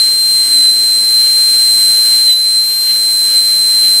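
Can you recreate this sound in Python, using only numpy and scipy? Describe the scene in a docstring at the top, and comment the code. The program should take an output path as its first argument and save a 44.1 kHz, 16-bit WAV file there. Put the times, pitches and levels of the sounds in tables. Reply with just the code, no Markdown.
"""A high whine near 4.1 kHz with two overtones: an air-turbine dental drill, close to the microphone,
working on a plastic model tooth. Whenever the bur bites, the rotor slows, rings louder and rasps.
Drive air hisses out of the head. Behind it the room carries ventilation and faint machinery,
with a brief low hum early on and one dull knock near the end."""
import sys
import numpy as np
from scipy import signal
from scipy.fft import rfft, irfft
from scipy.io import wavfile

SR = 44100
rng = np.random.default_rng(int(sys.argv[2]) if len(sys.argv) > 2 else 0)


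def to_wav(s):
    """Save 16-bit WAV."""
    ch = np.atleast_2d(s).T  # columns
    pcm = np.round(np.clip(ch, -1, 1) * 32767)  # PCM
    wavfile.write(sys.argv[1], SR, pcm.astype(np.int16))


N = 176400
T = np.arange(N) / SR
SIDES = np.array([[1], [-1]])  # added on the left, taken away on the right


def undb(db):
    """Decibels to gain."""
    return 10 ** (np.asarray(db) / 20)


def curve(rows):
    """Join (t/s, value) points by straight lines."""
    return np.interp(T, *np.array(rows, float).T)


def walk(rate_hz):
    """Smooth random motion of spread 1 with a bandwidth of rate_hz."""
    f = np.arange(N // 2 + 1) * SR / N
    y = irfft(rfft(rng.standard_normal(N)) / (1 + (f / rate_hz) ** 2), N)
    return y / y.std()


def noise(spectrum):
    """Noise of rms 1 with the given (f/Hz, relative level/dB) colour, fading beyond both ends."""
    hz, db = np.array(spectrum, float).T
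    f = np.maximum(np.arange(N // 2 + 1) * SR / N, 1)
    colour = undb(np.interp(np.log(f), np.log(hz), db))
    skirts = np.minimum(1, hz[-1] / f) ** 2 * np.minimum(1, f / hz[0])
    y = irfft(rfft(rng.standard_normal(N)) * colour * skirts, N)
    return y / y.std()


# rotor speed between bites (t/s, f/Hz)
FREE_SPEED = [(0, 4117), (.07, 4120), (.21, 4138), (.42, 4117), (.75, 4118), (.93, 4103), (1.11, 4106),
              (1.28, 4123), (1.52, 4121), (1.85, 4100), (2.23, 4115), (2.43, 4092), (2.52, 4108),
              (2.6, 4103), (2.7, 4133), (2.86, 4137), (2.94, 4108), (3.12, 4106), (3.21, 4090),
              (3.31, 4104), (3.6, 4100), (3.8, 4108), (4, 4100)]
# the whine's three harmonics at the microphone, between bites (t/s, level/dB)
FUNDAMENTAL_LEVEL = [(0, -13), (.08, -11), (.3, -10.8), (.42, -9.5), (.49, -12.5), (.85, -10), (1.0, -10.5),
                     (1.38, -9), (1.8, -9), (2.22, -9), (2.37, -11), (2.55, -11), (2.68, -13),
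                     (2.86, -12.6), (3.0, -11.3), (3.48, -10.5), (3.75, -9.5), (4, -9)]
OCTAVE_LEVEL = [(0, -22), (.2, -22.5), (.45, -19.5), (.7, -21.5), (.8, -23), (.97, -21), (1.15, -23.5),
                (1.35, -21.5), (1.55, -20), (1.91, -19), (1.96, -22), (2.1, -19.5), (2.21, -22.5),
                (2.31, -24), (2.36, -29.5), (2.5, -21.5), (2.58, -22), (2.6, -32), (2.65, -25.5),
                (2.86, -24.5), (3.05, -22), (3.29, -21.5), (3.335, -27), (3.41, -22.5), (3.82, -21.5),
                (4, -19)]
THIRD_LEVEL = [(0, -34), (1.05, -33), (1.2, -30), (1.32, -33), (2.1, -28), (2.4, -32), (2.53, -42),
               (2.63, -28), (2.84, -27), (2.97, -30), (4, -30.5)]
# shaking of the loaded rotor (f/Hz away from the fundamental, relative level/dB)
CHATTER_SPECTRUM = [(25, -12), (70, 2), (180, -2), (400, -19)]


def turbine(slowing_hz, first_db, octave_db, chatter_gain):
    """Close up, three harmonics of the rotor; load drags the speed down and shakes the fundamental."""
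    inertia_s = 0.03  # the rotor follows the load late
    memory = np.exp(-1 / (inertia_s * SR))
    drag_hz = signal.lfilter([1 - memory], [1, -memory], slowing_hz)
    hz = curve(FREE_SPEED) - drag_hz + 2.45 * walk(21.5) + 3.4 * walk(123)  # slow wander, quick jitter
    phase = 2 * np.pi * np.cumsum(hz) / SR
    out = chatter_gain * (noise(CHATTER_SPECTRUM) * np.sin(phase)
                          + noise(CHATTER_SPECTRUM) * np.cos(phase))
    level_db = (curve(FUNDAMENTAL_LEVEL) + first_db, curve(OCTAVE_LEVEL) + octave_db, curve(THIRD_LEVEL))
    flutter_db, right_lead_rad = (.41, .88, 1.4), (.1, .06, .02)
    left_db = (1.1 + .025 * (hz - hz.mean()), -.8, .1)  # the fundamental leans right as it slows
    for k in range(3):
        rms = undb(level_db[k] + flutter_db[k] * walk(23) + SIDES * left_db[k] / 2)
        out = out + np.sqrt(2) * rms * np.sin((k + 1) * phase - SIDES * right_lead_rad[k] / 2)
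    return out


# the bur meets the tooth (start t/s, length t/s, slowing f/Hz, fundamental boost/dB,
# octave change/dB, rasp level/dB, chatter level/dB)
BUR_BITES = [(-.03, .075, 2.3, 5, 0.5, -42, -42), (0.513, .2, 42, 4.5, 2.5, -39, -29.5),
             (1.127, 0.12, 5.8, 2, -1, -38, -46), (2.12, 0.034, 7, 2, 0.5, -49, -44),
             (2.266, 0.069, 94, 4, 3.5, -28, -29), (2.55, 0.068, 3.6, 2, 3.5, -44, -46),
             (2.872, 0.058, 10.4, 2.5, -3, -31.5, -42), (3.349, 0.051, 23, 3, 8, -36, -38),
             (3.825, 0.072, 12, 1.5, -1.5, -31.5, -44)]


def bites():
    """Bur pressure sets the slowing, the change in two harmonics and the gains of rasp and chatter."""
    ramp_s = 0.03  # pressure builds and eases
    total = np.zeros((5, N))
    for start, length, slowing_hz, first_db, octave_db, rasp_db, chatter_db in BUR_BITES:
        inside_s = np.minimum(T - start, start + length - T)
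        pressure = .5 + .5 * np.tanh(2 * inside_s / ramp_s)
        total += np.outer([slowing_hz, first_db, octave_db, undb(rasp_db), undb(chatter_db)], pressure)
    return total


# bur on plastic, close to the microphone (f/Hz, relative level/dB)
RASP_SPECTRUM = [(1000, -28), (1750, -10), (2100, 2), (2500, -3.5), (3100, 6.5), (3700, -7), (4300, 6),
                 (4800, -14), (5700, -9), (7000, -16), (14000, -16)]


def rasp(gain):
    """The bur grinds the tooth: a rough, flickering noise in the centre during each bite."""
    return gain * undb(2.5 * walk(60)) * noise(RASP_SPECTRUM)


# swell of the air leaving the head (t/s, relative level/dB)
AIR_FLOW = [(0, -.5), (.15, -2), (.52, 0), (.78, -1.6), (1.3, 0), (1.85, 1.5), (2.2, 0.7), (2.36, -2.5),
            (2.55, -2.3), (2.8, -2), (3.2, -0.9), (3.6, -1.1), (4, 1.2)]
# its hiss, its rush and the faint stereo width of the hiss (f/Hz, relative level/dB)
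HISS_SPECTRUM = [(3000, -30), (6200, -17), (6480, -8), (6750, -9.5), (7900, -8.5), (9000, -3.3), (9350, -3),
                 (9950, 0), (10300, -2.5), (10700, -1), (11700, -7.5), (12150, -5.5), (12750, -11),
                 (13150, -17), (13600, -15.5), (14050, -11), (14450, -16.5), (14850, -13.5), (15100, -18.5),
                 (15350, -11.5), (15550, -16), (15800, -15)]
RUSH_SPECTRUM = [(400, -35.5), (900, -11), (1300, -7), (1620, 0.5), (1880, -4), (2080, -1), (2600, -3.5),
                 (3180, 1.5), (3700, -1), (4050, -0.5), (4230, 6.5), (4700, -2.5), (5200, 2), (5750, -1.5),
                 (6200, -3), (8000, -13), (14000, -28)]
HISS_WIDTH_SPECTRUM = [(3500, -40), (4300, -11), (6000, -28.5), (6600, -10), (7700, 15), (9000, 15),
                       (10200, -5.5), (11000, -11), (12300, 4), (15000, 7)]


def air():
    """Exhaust air at close range: a bright hiss and a lower rush coloured by the handpiece's hollows."""
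    hiss = undb(-22 + 0.34 * walk(11)) * noise(HISS_SPECTRUM)
    rush = undb(-29 + 0.89 * walk(5.8)) * noise(RUSH_SPECTRUM)
    width = undb(-46.5) * noise(HISS_WIDTH_SPECTRUM) * SIDES
    return undb(curve(AIR_FLOW)) * (hiss + rush + width)


# room tone behind the drill (t/s, level/dB)
VENT_LEVEL = [(0, -41.5), (1.3, -41), (1.9, -39.5), (2.2, -41), (2.4, -44.5), (2.8, -42.5), (3.2, -41.5),
              (4, -40)]
# its colour and its stereo width (f/Hz, relative level/dB)
VENT_SPECTRUM = [(15, -55), (25, -25), (64, -19.5), (117, -2.5), (220, -0.5), (249, 1), (361, 0),
                 (396, 3.5), (441, -2.5), (499, 3.5), (548, -4.5), (723, -1.5), (926, -10), (1000, -6),
                 (1300, -9), (2200, -120)]
VENT_WIDTH_SPECTRUM = [(25, -21), (70, -13), (125, -3), (200, 5), (300, 1), (500, -7), (800, -26)]


def ventilation():
    """Ventilation fills the room with low noise, nearly alike on both sides."""
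    width = undb(-20.5) * noise(VENT_WIDTH_SPECTRUM) * SIDES
    return undb(curve(VENT_LEVEL)) * (noise(VENT_SPECTRUM) + width)


# tones of machinery in the room (f/Hz, level/dB)
MACHINE_TONES = [(184, -59), (393, -68), (514, -57.5), (706, -61.5), (1008, -58), (1082, -56.5),
                 (1631, -57), (2060, -54.5), (2476, -52), (3268, -61), (5737, -44)]


def machinery():
    """Running machinery hums in the background, each tone wavering slightly in pitch."""
    out = np.zeros(N)
    for hz, db in MACHINE_TONES:
        wavering_hz = hz * (1 + .002 * walk(11.95))
        out += undb(db) * np.sqrt(2) * np.sin(2 * np.pi * np.cumsum(wavering_hz) / SR)
    return out


def low_hum(start_s=.45, length_s=.22, hz=275, fall_hz=18, peak_db=-37):
    """Under the drill, a faint low tone swells and fades while its pitch sinks."""
    progress = np.clip((T - start_s) / length_s, 0, 1)
    phase = 2 * np.pi * np.cumsum(hz - fall_hz * progress) / SR
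    return undb(peak_db) * np.sin(np.pi * progress) * np.sin(phase)


def knock(start_s=3.553, hz=580, gain_db=-30, attack_s=.0055, t60_s=.09):
    """One soft, quickly damped knock somewhere in the room."""
    age = np.maximum(T - start_s, 0)
    envelope = (1 - np.exp(-age / attack_s)) * np.exp(-np.log(1000) * age / t60_s)
    return undb(gain_db) * envelope * np.sin(2 * np.pi * hz * age)


def scene():
    """The drill right at the microphone, the room behind it."""
    slowing_hz, first_db, octave_db, rasp_gain, chatter_gain = bites()
    drill = turbine(slowing_hz, first_db, octave_db, chatter_gain) + rasp(rasp_gain) + air()
    return drill + ventilation() + machinery() + low_hum() + knock()


def record(dry):
    """The recorder cuts the top steeply above 15.65 kHz."""
    return signal.sosfilt(signal.ellip(12, .1, 80, 15650, fs=SR, output="sos"), dry)


dry = scene()
out = record(dry)
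to_wav(out)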